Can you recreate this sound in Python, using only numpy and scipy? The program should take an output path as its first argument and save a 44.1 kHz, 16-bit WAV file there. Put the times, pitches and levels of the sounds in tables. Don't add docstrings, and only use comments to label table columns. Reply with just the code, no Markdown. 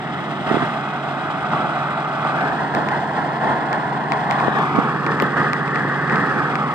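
import sys
import numpy as np
from scipy import signal
from scipy.fft import rfft, irfft
from scipy.io import wavfile
from scipy.ndimage import uniform_filter1d

SR = 44100
rng = np.random.default_rng(int(sys.argv[2]) if len(sys.argv) > 2 else 0)


def wrap_up_sound(samples):
    columns = np.atleast_2d(samples).T
    tamed = np.clip(columns, -1, 1)
    steps = np.round(tamed * 32767).astype(np.int16)
    wavfile.write(sys.argv[1], SR, steps)


N = 297234
TIME = np.arange(N) / SR
FRAME, HOP = 1024, 256
BIN_HZ = np.fft.rfftfreq(FRAME, 1 / SR)[1:, None]
FRAME_S = np.arange(N // HOP + 5) * HOP / SR


def amp(db):
    return 10 ** (np.asarray(db) / 20)


def follow(rows, t):
    time_s, *columns = np.transpose(rows)
    return [np.interp(t, time_s, column) for column in columns]


def colour(rows):
    hz, *columns = np.transpose(rows)
    return np.array([np.interp(np.log(BIN_HZ), np.log(hz), column) for column in columns])


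def wander(rate_hz):
    hz = np.fft.rfftfreq(N, 1 / SR)
    drift = irfft(rfft(rng.standard_normal(N)) / (1 + (hz / rate_hz) ** 4), N)
    return drift / drift.std()


def pan(pan_db):
    return amp(np.array([[pan_db], [-pan_db]]) / 2)


def add(mix, start_s, sound):
    part = mix[:, round(start_s * SR):][:, :sound.shape[1]]
    part += sound[:, :part.shape[1]]


# pitch_hz, width_hz, gain_db
PORT_RESONANCES = [(2750, 800, 1.5), (11900, 3100, -14)]
def finger_scratch(start_s, level_db, pan_db, rise_s):
    age = np.arange(1200) / SR / rise_s
    friction = age * np.exp(1 - age) * rng.standard_normal(len(age))
    ring = sum(amp(db) * signal.lfilter(*signal.iirpeak(hz, hz / width_hz, fs=SR), friction)
               for hz, width_hz, db in PORT_RESONANCES)
    out = np.zeros((2, N))
    add(out, start_s, amp(level_db) * pan(pan_db) * ring)
    return out


# start_s, relative_db, pitch_hz, pan_db, attack_cycles
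KNOCKS = [(0.512, -9.5, 320, -27, .5), (0.543, -5, 300, -23, 0.21), (0.5686, -7, 375, -22, 0.4),
          (0.625, -8, 242, -14, 0.39), (1.522, -13, 800, 0, .24), (1.535, -2, 1140, 0, 0.66),
          (1.556, -8.5, 1140, 0, 6.3), (4.408, -4, 1010, 2, 1.1), (4.4818, -2, 507, 24.5, 0.2),
          (4.748, -8, 220, -15, 0.25), (4.784, -3.5, 308, -20.5, 0.54), (4.7883, 0.5, 254, -23, 0.18),
          (5.2231, 0, 410, 11, 0.34), (5.227, -5, 220, -3, 0.46), (5.851, -1.5, 244, 0, 0.19)]
def bumps_and_clanks(gain_db, low_cut_hz):
    out = np.zeros((2, N))
    t = np.arange(2500) / SR
    for start_s, db, hz, pan_db, attack_cycles in KNOCKS:
        age = hz * t / attack_cycles
        knock = age * np.exp(1 - age) * np.sin(2 * np.pi * hz * t)
        add(out, start_s, amp(db + gain_db) * pan(pan_db) * knock)
    return signal.sosfilt(signal.butter(4, low_cut_hz, "high", fs=SR, output="sos"), out)


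# freq_hz, left_db, right_db
STALK_EQ = [(50, -47, -56), (300, -7, -20), (1000, -2, -10.5), (2020, 3, 6), (2380, 2, -3), (2720, -4, -16),
            (3100, -12, -6), (3900, -25, -3.5), (5000, -33, -5), (6100, -33, -14.5), (7500, -40, -14),
            (9500, -43, -27), (14500, -42, -33)]
def stalk_click(bright_db):
    tilt_db = bright_db * np.minimum(BIN_HZ[:, 0] / STALK_EQ[-1][0], 1)
    db = colour(STALK_EQ)[:, :, 0] + tilt_db
    mirrored_db = np.hstack([db[:, :1], db, db[:, -2::-1]])
    spectrum = np.exp(signal.hilbert(np.log(amp(mirrored_db))).conj())
    click = np.fft.ifft(spectrum).real
    return click / abs(click).max()


# start_s, relative_db, pan_db, bright_db
STALK_BREAKS = [(2.75, -17, 5, 1), (2.8876, -17.5, 9, -2), (3.7298, -16.5, 4, -1), (4.1209, -11.5, 8.5, -7),
                (4.311, -13, 7, -1), (4.402, -19, 8, -18), (4.5882, -23, 9, 5), (5.0653, -16.5, 8, -11),
                (5.2007, -12, 7.5, -16), (5.533, -12.7, 6, -1), (5.679, -25, 11, -18),
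                (5.759, -17.5, 10, -11), (6.098, -20, 12, -12), (6.159, -17, 4, -22), (6.5557, -15, 10, -7)]
def stalk_snaps(gain_db, crackle_db, crackle_per_s):
    out = np.zeros((2, N))
    for start_s, db, pan_db, bright_db in STALK_BREAKS:
        add(out, start_s, amp(db + gain_db) * pan(pan_db) * stalk_click(bright_db))
    sizes = amp(crackle_db + 2.0 * np.minimum(rng.exponential(1, N), 3))
    ticks = sizes * (rng.random(N) < crackle_per_s / SR)
    return out + signal.oaconvolve(ticks[None], stalk_click(bright_db=-27), axes=1)[:, :N]


# pitch_hz, waver_depth_hz, relative_db
WHINE_TONES = [(2514, 14.9, -15.5), (3320, 14, -21)]
def thin_whines(level_db, pan_db, waver_rate_hz):
    out = np.zeros(N)
    for hz, depth_hz, db in WHINE_TONES:
        cycles = np.cumsum(hz + depth_hz * wander(waver_rate_hz)) / SR
        out += amp(level_db + db + 2.7 * wander(rate_hz=2.7)) * np.sin(2 * np.pi * cycles)
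    return out * pan(pan_db)


# time_s, pitch_hz, level_db
ENGINE_NOTE = [(0.0, 140.6, -36), (1.28, 141, -35.5), (2.42, 141.8, -35), (3.59, 140.1, -34),
               (5.33, 140, -31), (6.65, 139.7, -31), (6.74, 138, -34)]
# pitch_ratio, relative_db
ENGINE_PARTIALS = [(1, -1), (1.5, -9), (2, -9.5)]
def engine_hum(surge_db, fan_ratio, fan_db):
    hz, level_db = follow(ENGINE_NOTE, TIME)
    cycles = np.cumsum(hz) / SR
    out = np.zeros(N)
    for ratio, partial_db in ENGINE_PARTIALS + [(fan_ratio, fan_db)]:
        phase = 2 * np.pi * (ratio * cycles + rng.random()) + 0.26 * ratio * wander(rate_hz=4.7)
        out += amp(level_db + surge_db + partial_db + wander(rate_hz=4.6)) * np.sin(phase)
    return np.sqrt(2) * out * pan(pan_db=-1.0) * amp(-0.2)


# time_s, notch_hz, depth_db
GROUND_NOTCH = [(0.0, 490, 8.5), (2.3, 524, 6.5), (2.8, 543, 5), (4.5, 560, 6.5), (4.75, 595, 12.5),
                (5.05, 677, 10.5), (5.4, 660, 8), (6.74, 633, 9)]
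def ground_echo():
    notch_hz, depth_db = follow(GROUND_NOTCH, FRAME_S)
    return amp(-depth_db * np.exp(-(np.log(BIN_HZ / notch_hz) / 0.18) ** 2))


def hollow(sweep, width_hz, notch_width_hz):
    hz, left_hz, right_hz, strength = follow(sweep, FRAME_S)
    resonance = width_hz + 1j * (BIN_HZ - hz)
    notches = np.array([notch_width_hz + 1j * (BIN_HZ - notch_hz) for notch_hz in (left_hz, right_hz)])
    return (notches / resonance) ** strength


# time_s, resonance_hz, left_notch_hz, right_notch_hz, strength (0-1)
PALM_SWEEP = [(0.0, 1570, 1647, 1490, 1), (0.9, 1636, 1800, 1643, 1), (2.25, 1450, 1870, 1540, 0.61),
              (2.45, 1680, 2083, 1680, 0.84), (2.65, 1760, 2237, 2250, 0.32),
              (4.35, 1801, 2220, 2330, 0.23), (4.55, 1802, 2200, 1830, 0.9), (4.72, 1643, 1890, 1590, 0.96),
              (4.95, 1730, 2140, 1894, 0.65), (5.3, 1840, 2160, 2120, 0.6), (6.2, 1820, 2348, 2100, 0.53),
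              (6.45, 1690, 2140, 1820, 0.77), (6.7, 1380, 1590, 1390, 0.65)]
FINGER_SWEEP = [(2.3, 910, 1110, 990, 0.14), (2.65, 998, 1300, 1115, 0.59), (4.2, 1030, 1380, 1123, 0.76),
                (4.55, 1070, 1480, 1217, 0.36), (4.75, 1120, 1580, 1460, 0.24),
                (4.95, 1110, 1580, 1550, 0.18), (5.2, 1270, 1444, 1319, 0.22),
                (6.45, 1400, 1350, 1430, 0.11), (6.7, 1225, 1455, 1495, 0.22)]
THUMB_SWEEP = [(0.0, 2590, 2470, 2640, 1), (1.0, 2500, 2365, 2700, 0.8), (2.4, 2470, 2260, 2740, 0.62),
               (2.7, 2470, 2410, 2580, 0.92), (4.35, 2420, 2370, 2686, 0.76), (4.7, 2380, 2050, 2580, 0.55),
               (4.92, 2370, 2220, 3162, 0.35), (5.2, 2295, 2382, 2840, 0.33), (6.4, 2210, 2294, 3050, 0.6),
               (6.7, 2150, 2340, 2880, 0.21)]
CREASE_SWEEP = [(0.0, 3880, 4500, 4220, 0.3), (0.9, 3990, 4460, 4100, 0.44), (2.3, 4130, 4340, 4100, 0.77),
                (2.6, 4263, 4456, 4227, 0.45), (3.2, 4347, 4497, 4540, 0.3), (4.42, 4250, 4530, 4220, 0.4),
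                (4.52, 3880, 4500, 4050, 0.63), (4.7, 3530, 3730, 3850, 0.16),
                (4.92, 4340, 4500, 4204, 0.25), (5.3, 4130, 4270, 4184, 0.17),
                (6.35, 4016, 4140, 4227, 0.1), (6.65, 3470, 3882, 4400, 0.11)]
def cupped_hand():
    palm = hollow(PALM_SWEEP, width_hz=142, notch_width_hz=85)
    fingers = hollow(FINGER_SWEEP, width_hz=73, notch_width_hz=27)
    thumb = hollow(THUMB_SWEEP, width_hz=150, notch_width_hz=16)
    crease = hollow(CREASE_SWEEP, width_hz=130, notch_width_hz=150)
    return palm * fingers * thumb * crease


# freq_hz, coherence (0-1)
PORT_COHERENCE = [(95, 0.44), (150, 0.84), (400, 0.95), (800, 0.94), (2000, 0.99), (2400, 0.72),
                  (2800, 0.48), (3400, 0.93), (4200, 0.64), (4900, 0.81), (6200, 0.22), (9000, .1)]
# freq_hz, left_lead_rad
PORT_PHASE = [(40, 1), (400, -0.08), (750, 0.15), (1200, -0.87), (1500, -0.5), (2000, -1.02), (2240, -1.5),
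              (2500, -2.7), (2760, -2), (3000, -5), (3500, -4.5), (4050, -5), (4350, -8), (5000, -7.5),
              (5800, -9), (7200, -8), (9500, -8.5)]
def machine_noise(eq, level_db, path, flutter_db, flutter_hz):
    draws = rng.standard_normal((4, len(BIN_HZ), len(FRAME_S)))
    left, unrelated = draws[::2] + 1j * draws[1::2]
    coherence = np.clip(colour(PORT_COHERENCE)[0], 0, 1)
    right = coherence * left + np.sqrt(1 - coherence ** 2) * unrelated
    right *= np.exp(-1j * colour(PORT_PHASE)[0])
    band_pass = (1 + (eq[0][0] / BIN_HZ) ** 20 + (BIN_HZ / eq[-1][0]) ** 20) ** -0.5
    spectra = np.array([left, right]) * amp(colour(eq)) * band_pass * path
    spectra = np.pad(spectra, ((0, 0), (1, 0), (0, 0)))
    noise = signal.istft(spectra, nperseg=FRAME, noverlap=FRAME - HOP)[1][:, :N]
    noise *= amp(flutter_db * wander(flutter_hz))
    noise /= np.sqrt(uniform_filter1d(noise.mean(0) ** 2, size=6000) + 1e-20)
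    return noise * amp(level_db)


# freq_hz, left_db, right_db
STRAW_EQ = [(2214, 9, -2), (2700, 0.4, -2.5), (2940, 1, -7), (3160, -2.5, -4), (3290, 2, -14),
            (3415, -1.5, -2), (3570, -3.5, -7.5), (4010, -9, -13), (4720, -12, -10.5), (5720, -22, -14.5),
            (6340, -38, -21), (7850, -28, -17.5), (9440, -33.5, -28.5), (9870, -38, -24),
            (14000, -37, -40.5)]
def straw_hiss(level_db, path):
    return machine_noise(STRAW_EQ, level_db - 3.0, path, flutter_db=1.4, flutter_hz=49.7)


# freq_hz, left_db, right_db
RUMBLE_EQ = [(43.0, -35, -33), (89.5, -30, -20), (135, -8.5, -8), (219, -1.2, 0.1), (256, -6.5, -5.5),
             (447, -7, -4), (534, -2, -13)]
def machine_rumble(level_db, path):
    return machine_noise(RUMBLE_EQ, level_db, path, flutter_db=0.5, flutter_hz=25)


# freq_hz, left_db, right_db
DRUM_EQ = [(602, -7, 1.1), (752, -4, -0.3), (882, -6.5, -5.5), (968, -10.5, -8.5), (1254, -3.5, -0.8),
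           (1374, -10, -4), (1850, -5.5, -11.5), (2120, -6, -13.5), (2170, -9.5, -19)]
def threshing_drum(level_db, path):
    return machine_noise(DRUM_EQ, level_db - 1.04, path, flutter_db=0.4, flutter_hz=45.3)


# start_s, hold_s, drum_boost_db, rumble_boost_db
CROP_WADS = [(0.455, 0.08, 6.5, 5.5), (0.597, 0.01, 2.5, 2), (1.509, 0.048, 5, 7), (1.685, 0.11, 1.2, 0),
             (2.236, 0.031, 2.2, 1.5), (2.344, 0.12, 3, 4), (2.737, 0.051, 3.5, 5.5),
             (2.908, 0.036, 3.5, 2), (3.161, .005, 3.5, 2.5), (3.422, 0.083, 5.5, 4.3),
             (3.707, .003, 4.5, 2.5), (4.108, .002, 5, 2), (4.29, .02, 4, 2), (4.393, 0.022, 3, 5.5),
             (4.546, 0.034, 3, 5), (4.745, 0.032, 5.5, 7.5), (5.057, .005, 4.5, 5.5),
             (5.198, 0.0043, 3.5, 2.5), (5.359, 0.058, 6, 4.5), (5.738, .005, 3, 1.5), (6.088, 0.09, 4, 5),
             (6.298, 0.034, 2, 3)]
def crop_surges(attack_s, release_s, uneven_db, uneven_hz):
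    boost_db = np.zeros((2, N))
    for start_s, hold_s, drum_db, rumble_db in CROP_WADS:
        age = TIME - start_s
        attack = np.clip(age / attack_s, 0, 1)
        release = np.exp(-np.maximum(age - attack_s - hold_s, 0) / release_s)
        boost_db += np.outer([drum_db, rumble_db], attack * release)
    return boost_db + uneven_db * wander(uneven_hz)


# time_s, rumble_db, drum_db, straw_db
FADERS = [(0.0, -31.5, -28, -41), (0.4, -30.5, -27.0, -39.5), (0.9, -32.5, -25, -39.5),
          (2.3, -32.5, -22.5, -39), (2.7, -30.5, -24, -42.5), (4.05, -30.5, -24, -43),
          (4.65, -31, -22, -39), (5.0, -29, -24.5, -42.5), (6.74, -28.5, -21.5, -39)]
def scene():
    path = ground_echo() * cupped_hand()
    rumble_db, drum_db, straw_db = follow(FADERS, TIME)
    surge_db, low_surge_db = crop_surges(attack_s=0.013, release_s=0.091, uneven_db=0.57, uneven_hz=12.6)
    rumble = machine_rumble(rumble_db + low_surge_db, path)
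    drum = threshing_drum(drum_db + surge_db, path)
    straw = straw_hiss(straw_db + 0.79 * surge_db, path)
    whines = thin_whines(straw_db, pan_db=7, waver_rate_hz=30)
    snaps = stalk_snaps(gain_db=6.5, crackle_db=-44, crackle_per_s=27)
    knocks = bumps_and_clanks(gain_db=-7.5, low_cut_hz=148)
    scratch = finger_scratch(start_s=5.222, level_db=-17.5, pan_db=-18, rise_s=0.00049)
    hum = engine_hum(0.26 * low_surge_db, fan_ratio=1.138, fan_db=-4)
    return scratch + knocks + snaps + whines + hum + straw + rumble + drum


def record(dry):
    low_pass = signal.firwin(511, 14900, window=("kaiser", 9), fs=SR)
    return signal.oaconvolve(np.clip(dry, -0.97, 0.97), low_pass[None], "same", axes=1)


dry = scene()
out = record(dry)
wrap_up_sound(out)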